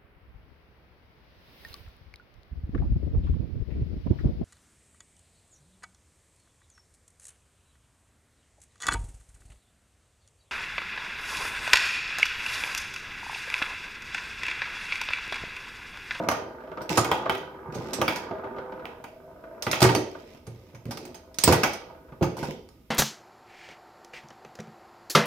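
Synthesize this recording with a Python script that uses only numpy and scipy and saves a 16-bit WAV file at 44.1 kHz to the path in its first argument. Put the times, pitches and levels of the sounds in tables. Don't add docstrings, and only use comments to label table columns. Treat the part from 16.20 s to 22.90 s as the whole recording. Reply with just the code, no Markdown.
import sys
import numpy as np
from scipy import signal
from scipy.fft import rfft, irfft
from scipy.io import wavfile
from scipy.ndimage import uniform_filter1d

SR = 44100
rng = np.random.default_rng(int(sys.argv[2]) if len(sys.argv) > 2 else 0)


def wav_out(sig):
    wavfile.write(sys.argv[1], SR, np.round(np.clip(np.atleast_2d(sig).T, -1, 1) * 32767).astype(np.int16))


def volts(x):
    e = np.asarray(x, float) / 20
    return 10 ** e


N = 295646

# (time [s], level [dB], lift of the field's third mode near its middle [dB])
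ROLL = [(0.0, -41.5, 7.5), (0.47, -57.5, -14), (0.95, -41.5, -44), (1.31, -52.5, -20.5), (2.03, -46.5, -8),
        (2.45, -50.5, -37), (2.7, -53.5, -7.5), (2.9, -68.5, 12), (3.4, -57.5, 5.5), (3.73, -52, 3.5),
        (4.0, -67.5, 6), (4.25, -72, -2.5), (5.2, -68, 6.5), (5.6, -60.5, -13), (6.7, -79, -5)]
# (start [s], length [s], hiss level [dB], box shudder level [dB])
STROKES = [(0.0, 0.043, -63.5, -50), (0.691, 0.13, -48.5, -46.5), (1.521, 0.28, -62.5, -51),
           (3.627, 0.05, -44.5, -67), (3.863, 0.31, -73, -66), (4.251, 0.32, -82.5, -71),
           (4.659, 0.25, -74, -56), (5.233, 0.081, -42, -53.5), (6.182, 0.13, -58, -48)]
# (time [s], men level [dB], field over men [dB], rods and tick over men [dB], chatter [s])
CLACKS = [(0.0874, -13.5, 1, 0.5, 0.0032), (0.1135, -15.5, 0, -6, 0.0087), (0.616, -34, -1, 6.5, 0.016),
          (0.701, -25.5, 15.5, 16.5, 0.065), (0.7736, -12, 9, 12, 0.015), (0.845, -16, -3.5, -2.5, 0.0092),
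          (0.9144, -9, 0, -11, 0.0066), (0.961, -40, 6, -20, 0.0034), (1.096, -11, -2.5, -18.5, 0.0046),
          (1.15, -21.5, -13, -27, 0.0042), (1.5467, -37.5, 8, 16, 0.024),
          (1.733, -25.5, -27.5, 17.5, 0.014), (1.8153, -11.5, -1, -4, 0.006),
          (1.8797, -5, -17, -36, 0.0073), (1.9596, -20, -31, 1.5, 0.0092), (2.6551, -27.5, -6, -34, 0.0013),
          (2.8408, -28, -2.5, -6, 0.0056), (3.4233, -34, -5, 21.5, 0.0068),
          (3.467, -14.5, -1.5, -37, 0.0062), (3.514, -20, -33.5, 12, 0.0065),
          (3.5302, -8, -9.5, -46, 0.0054), (3.605, -21, 0, 9, 0.0059), (3.618, -12.5, 6, 11, 0.011),
          (3.627, -11, -23, 8.5, 0.0055), (3.639, -3.5, -2, -3.5, 0.013), (3.691, -13.5, 1, -17.5, 0.0061),
          (3.75, -14.5, -2.5, 4.5, 0.0062), (4.2678, -37.5, -1, 7, 0.013), (4.548, -37, -2, -1, 0.011),
          (4.6552, -40, -21, 1, 0.0028), (4.709, -25, 0.5, 8.5, 0.016), (4.7726, -31.5, -4.5, 9, 0.007),
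          (4.853, -39.5, 2, 10, 0.0057), (4.9441, -31, -5, 6, 0.017), (5.144, -48.5, -11, 16.5, 0.0058),
          (5.1861, -35.5, -6.5, 26, 0.0037), (5.2376, -23.5, -4, 21, 0.0041), (5.2763, -8.5, 4, 8, 0.02),
          (5.323, -3.5, -2.5, 2, 0.016), (5.4334, -2, -7.5, -5, 0.011), (5.534, -39, -11, 19, 0.0077),
          (6.0249, -11.5, 1.5, -2.5, 0.035), (6.168, -35.5, 14.5, 14, 0.025), (6.228, -27, 14, 10, 0.048),
          (6.489, -55.5, 6, 13, 0.0029)]
# (time [s], level [dB])
DULL_TAPS = [(0.404, -28.5), (0.437, -29), (0.473, -29), (0.516, -24), (0.573, -20), (0.607, -22.5),
             (1.058, -11.5), (2.11, -19.5), (2.183, -26), (2.242, -21), (2.364, -24), (2.384, -20.5),
             (2.522, -23), (2.595, -27.5), (3.239, -33.5), (3.95, -26), (4.146, -37.5), (5.667, -33.5),
             (5.699, -31.5), (5.748, -38.5), (5.889, -38), (5.922, -31)]
# (time [s], box level [dB], table top over box [dB])
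THUDS = [(0.702, -17.5, -13), (0.78, -11.5, -12), (1.098, -22, -30), (1.481, -33.5, -1.5),
         (1.555, -22, -5.5), (1.786, -16, -18), (1.818, -13.5, -19), (3.471, -19.5, -11.5), (3.619, -5, -9),
         (3.643, -3.5, -20), (3.692, -13.5, -6.5), (3.759, -12, -50), (4.274, -28.5, -3.5), (4.54, -36, -2),
         (4.654, -34, 5), (4.685, -29, -16), (5.239, -18, -9), (5.274, -3, -14), (5.3, -5, -8.5),
         (5.918, -40, 0), (6.011, -6.5, -11), (6.173, -29.5, -12.5), (6.222, -22.5, -5),
         (6.283, -20.5, -12.5)]
# (time [s], frequency [Hz], level [dB], t60 [s])
PINGS = [(3.753, 4560, -25.5, 0.045), (5.238, 8400, -4, 0.008), (5.238, 15620, -19.5, 0.08)]

# (nominal frequency [Hz], relative level [dB], t60 [s], taken as 0.002 when shorter)
TABLE_TOP_MODES = [(91.6, -8, 0.74), (121.7, 5.5, 0.4), (153.5, 14.5, 0.087)]
BOX_MODES = [(182, -12.5, 0.16), (243, -4.5, 0.088), (313.2, -0.5, 0.065), (363, -0.5, 0.083),
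             (435, 1, 0.04), (510, -2, 0.048)]
FIELD_MODES = [(394, -4, 0.58), (520, 7.5, 0.064), (639.6, 12, 0.061), (820, 7, 0.017), (906.4, -3.5, 0.15),
               (963, 9, 0.022), (1219.4, 10.5, 0.018), (1469, 8.5, 0.016)]
MEN_MODES = [(1633, 7, 0.0063), (1940, 0, 0.027), (2240, -6.5, 0.035), (2490, 16, 0.0035),
             (3077, 2, 0.0083), (3820, 1, 0.0013), (4760, -3, 0.0064)]
ROD_MODES = [(5260, 11.5, 0.004), (5980, 13, 0.0035), (6570, 2.5, 0.022), (8040, 8.5, 0.0014),
             (8740, -4.5, 0.0035), (9360, 7, 0.0033), (10650, 13, 0.0015), (12700, 3.5, 0.005),
             (14000, -8.5, 0.0049), (14000, 9.5, 0.0041)]

# (frequency [Hz], relative density [dB])
RUB_SPECTRUM = [(800, -40), (2000, 10.5), (4700, 0), (5200, 5), (5800, 0), (9000, -11.5), (15000, -8),
                (17000, -35.5)]
# (frequency [Hz], relative density [dB])
AIR_SPECTRUM = [(15, -78), (25, -3), (43, -21.5), (65, -7), (118, -17.5), (266, -14.5), (450, -23.5),
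                (809, -64.5), (8370, -50), (14800, -40.5), (16500, -67)]
# (frequency [Hz], left-right likeness [0-1])
DIFFUSE_LIKENESS = [(50, 1), (250, 0.94), (700, 0.64), (1200, 0.082), (16000, 0.045)]
# (frequency [Hz], t60 [s])
WALL_DECAY = [(100, 0.26), (400, 0.63), (1500, 0.37), (4000, 0.51), (8000, 0.29), (15000, 0.19)]
# (frequency [Hz], left over right [dB])
MIC_COLOUR = [(60, 0.5), (130, -3), (290, -2.5), (640, 0), (1410, -2.5), (3100, -4), (6820, -8), (15000, 3)]
# (frequency [Hz], left lead [rad])
LEFT_LEAD = [(200, 0), (900, -.3), (1500, 1.2), (2400, 7)]

MEN_LIKENESS, FIELD_LIKENESS, ROD_LIKENESS = 0.88, 0.9, 0.1
FIRST_TOUCH = 5.0
CLEAN_HIT_S = 0.005
MODE_SPREAD_DB = 4
ROD_DETUNE = 0.045
ROD_TICK = 0.9
BOX_PUSH_S, TOP_PUSH_S = 0.019, 0.0083
TAP_S, TAP_TICK_DB = 0.012, -21
SEAM_PER_S, SEAM_JITTER_S, SEAM_SPREAD_DB = 26.0, 0.004, 1.8
GRAIN = 0.25
BALL_EDGE_HZ = 2040
STROKE_RISE_S, STROKE_FADE_S, IDLE_HISS_DB = 0.0037, 0.006, -83.5
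RATTLE_DB, RATTLE_S, RATTLE_PER_S = -31, 0.04, 1400
PING_TO_ROOM_DB = -13
ECHO_BUILD_UP_S = 0.0022
BASS_EDGE_HZ = 74
DIRECT_DB, ROOM_DB, AIR_DB = 9.5, 5.5, -56.5
MIC_EDGE_HZ, MIC_CEILING = 15800, 0.95


def evened(x):
    return x / np.sqrt(np.mean(x ** 2) + 1e-20)


def read(points, hz):
    f, value = np.transpose(points)
    return np.interp(np.log(hz + 1), np.log(f + 1), value)


def ring(modes, detune=1, size=20000):
    t = np.arange(size) / SR
    hz, db, t60 = np.transpose(modes)[:, :, None]
    decay = volts(db - 60 * t / np.maximum(t60, 0.002))
    tones = np.sin(2 * np.pi * hz * np.reshape(detune, (-1, 1)) * t)
    x = (decay * tones).sum(0)
    return x / abs(x).max()


def struck(modes, chance, length, snap=0.22, same=0.98, detune=0.025, size=4000):
    count = len(modes)
    moved = np.array(modes)
    moved[:, 1] += MODE_SPREAD_DB * chance[:count]
    body = ring(moved, 1 + detune * chance[50:50 + count], size=size)
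    body[0] += snap

    t = np.arange(2000) / SR
    left, other = chance[100:4100].reshape(2, -1)
    right = same * left + np.sqrt(1 - same ** 2) * other
    contact = np.exp(-t / np.clip(length, 0.0003, 0.02)) * np.array([left, right])
    contact[:, 0] = FIRST_TOUCH * min(1, CLEAN_HIT_S / length)
    toward_walls = np.linalg.norm(contact[0]) * (t == 0)
    x = signal.fftconvolve(np.vstack([contact, toward_walls]), body[None], axes=1)

    x /= np.linalg.norm(x, axis=1, keepdims=True)
    x /= abs(x[2]).max()
    return x / np.sqrt(1 + length * 400)


def add(mix, s, sound):
    part = mix[:, round(s * SR):][:, :sound.shape[1]]
    part += sound[:, :part.shape[1]]


def pair(spectrum_db, size):
    hz = np.fft.rfftfreq(size, 1 / SR)
    a, b, c, d = rng.standard_normal((N * 4 // size + 5, len(hz), 4)).T
    same = read(DIFFUSE_LIKENESS, hz)[:, None]
    left, other = a + 1j * b, c + 1j * d
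    right = same * left + np.sqrt(1 - same ** 2) * other
    bands = np.array([left, right]) * volts(read(spectrum_db, hz))[:, None]
    noise = signal.istft(bands, nperseg=size, noverlap=size * 3 // 4)[1]
    return evened(noise[:, :N])


def roll():
    s, db, lift_db = np.transpose(ROLL)
    t = np.arange(N) / SR
    jitter, size = rng.standard_normal((400, 2)).T
    at = np.round((np.arange(400) / SEAM_PER_S + SEAM_JITTER_S * jitter) * SR).astype(int)
    inside = (at >= 0) & (at < N)
    taps = np.zeros(N)
    taps[at[inside]] = volts(SEAM_SPREAD_DB * size[inside])
    lumps = signal.oaconvolve(taps, np.exp(-np.arange(2000) / 116.0))[:N]
    grain = (GRAIN + lumps) * rng.standard_normal(N)
    grain = signal.sosfilt(signal.butter(3, BALL_EDGE_HZ, fs=SR, output="sos"), grain)
    whole = evened(signal.oaconvolve(grain, ring(FIELD_MODES))[:N])
    middle = evened(signal.oaconvolve(grain, ring(FIELD_MODES[2:3]))[:N])
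    lift = volts(-5.5) * (volts(np.interp(t, s, lift_db)) - 1)
    return volts(np.interp(t, s, db)) * (whole + lift * middle)


def slide():
    t = np.arange(N) / SR
    shapes = []
    for s, length, *_ in STROKES:
        rise = np.clip((t - s) / STROKE_RISE_S, 0, 1)
        fade = np.exp(-np.maximum(t - s - length, 0) / STROKE_FADE_S)
        shapes.append(rise * fade)
    hiss_level, shudder_level = volts(np.transpose(STROKES)[2:]) @ np.array(shapes)
    grain = volts(6.6 * evened(uniform_filter1d(rng.standard_normal(N), 150)))
    hiss = pair(RUB_SPECTRUM, size=256)
    shudder = evened(signal.oaconvolve(rng.standard_normal(N), ring(BOX_MODES, size=6000))[:N])
    strokes = hiss_level * evened(grain * hiss)
    return strokes + volts(IDLE_HISS_DB) * hiss + shudder_level * shudder


def clacks():
    out = np.zeros((3, N))
    chances = rng.standard_normal((len(CLACKS), 3, 4100))
    for (s, db, field_db, rod_db, chatter), c in zip(CLACKS, chances):
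        men = struck(MEN_MODES, c[0], chatter, snap=0.65, same=MEN_LIKENESS)
        field = struck(FIELD_MODES[3:], c[1], chatter, snap=0.011, same=FIELD_LIKENESS)
        rods = struck(ROD_MODES, c[2], chatter, snap=ROD_TICK, same=ROD_LIKENESS, detune=ROD_DETUNE)
        add(out, s, volts(db) * (men + volts(field_db) * field + volts(rod_db) * rods))
    return out


def rattle():
    s, db = np.transpose(CLACKS)[:2]
    kicks = np.zeros(N)
    kicks[np.round(s * SR).astype(int)] = volts(db)
    shake = signal.lfilter([1], [1, -np.exp(-1 / (RATTLE_S * SR))], kicks)
    chosen = rng.random((2, N)) < RATTLE_PER_S / 2 / SR
    ticks = shake * chosen * rng.standard_normal((2, N))
    men = signal.oaconvolve(ticks[0], ring(MEN_MODES, size=1500))[:N]
    rods = signal.oaconvolve(ticks[1], ring(ROD_MODES, size=1500))[:N]
    return volts(RATTLE_DB) * (men + rods)


def dull_taps():
    out = np.zeros((3, N))
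    for (s, db), c in zip(DULL_TAPS, rng.standard_normal((len(DULL_TAPS), 2, 4100))):
        tap = struck(FIELD_MODES, c[0], TAP_S, snap=0.1, same=FIELD_LIKENESS)
        tick = struck(MEN_MODES, c[1], 0.0055, same=MEN_LIKENESS)
        add(out, s, volts(db) * (tap + volts(TAP_TICK_DB) * tick))
    return out


def thuds():
    out = np.zeros((3, N))
    for (s, db, top_db), c in zip(THUDS, rng.standard_normal((len(THUDS), 2, 4100))):
        box = struck(BOX_MODES, c[0], BOX_PUSH_S, snap=0, size=12000)
        table_top = struck(TABLE_TOP_MODES, c[1], TOP_PUSH_S, snap=0, size=12000)
        add(out, s, volts(db) * (box + volts(top_db) * table_top))
    return out


def pings():
    out = np.zeros((3, N))
    for (s, hz, db, t60), c in zip(PINGS, rng.standard_normal((len(PINGS), 4100))):
        note = struck([(hz, 0, t60)], c, 0.01, snap=0, same=MEN_LIKENESS, detune=0.0029, size=8000)
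        add(out, s, volts(db) * note)
    out[2] *= volts(PING_TO_ROOM_DB)
    return out


def room(x):
    taps = np.zeros((2, SR))
    at = np.arange(150, SR - 20, 20) + rng.integers(0, 20, (2, (SR - 151) // 20))
    np.put_along_axis(taps, at, rng.choice([-1.0, 1.0], at.shape), 1)
    hz, t, bands = signal.stft(taps, SR, nperseg=512)
    same = read(DIFFUSE_LIKENESS, hz)[:, None]
    bands[1] = same * bands[0] + np.sqrt(1 - same ** 2) * bands[1]
    decay = volts(-60 * t / read(WALL_DECAY, hz)[:, None])
    tail = signal.istft(bands * decay, SR, nperseg=512)[1]
    tail *= np.clip((np.arange(tail.shape[1]) / SR - 0.003) / ECHO_BUILD_UP_S, 0, 1)
    return signal.fftconvolve(x[None], tail / np.linalg.norm(tail[0]), axes=1)[:, :N]


def rooms(x):
    turn = np.pi * 3.1 * np.arange(N) / SR
    feeds = [np.sqrt(2 / 3) * np.cos(turn + k * np.pi / 3) for k in range(3)]
    return sum(room(x * feed) for feed in feeds)


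def scene():
    game = roll() + slide()[[0, 1, 0]] + clacks() + rattle() + dull_taps() + thuds() + pings()
    game = signal.sosfilt(signal.butter(4, BASS_EDGE_HZ, "high", fs=SR, output="sos"), game)
    left, right, toward_walls = game
    lag = np.exp(-1j * read(LEFT_LEAD, np.fft.rfftfreq(N, 1 / SR)))
    direct = np.array([left, irfft(rfft(right) * lag, N)])
    air = pair(AIR_SPECTRUM, size=2048)
    return volts(DIRECT_DB) * direct + volts(ROOM_DB) * rooms(toward_walls) + volts(AIR_DB) * air


def roll_off(x):
    return signal.sosfilt(signal.butter(12, 17140, fs=SR, output="sos"), x)


def record(dry):
    hz = np.fft.rfftfreq(N, 1 / SR)
    colour = volts(np.outer([0.5, -0.5], read(MIC_COLOUR, hz)))
    mix = irfft(rfft(dry) * colour, N)
    mix /= (1 + (mix / MIC_CEILING) ** 6) ** (1 / 6)
    mix = signal.sosfilt(signal.cheby1(12, 0.5, MIC_EDGE_HZ, fs=SR, output="sos"), mix)
    return roll_off(mix)


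dry = scene()
out = record(dry)
wav_out(out)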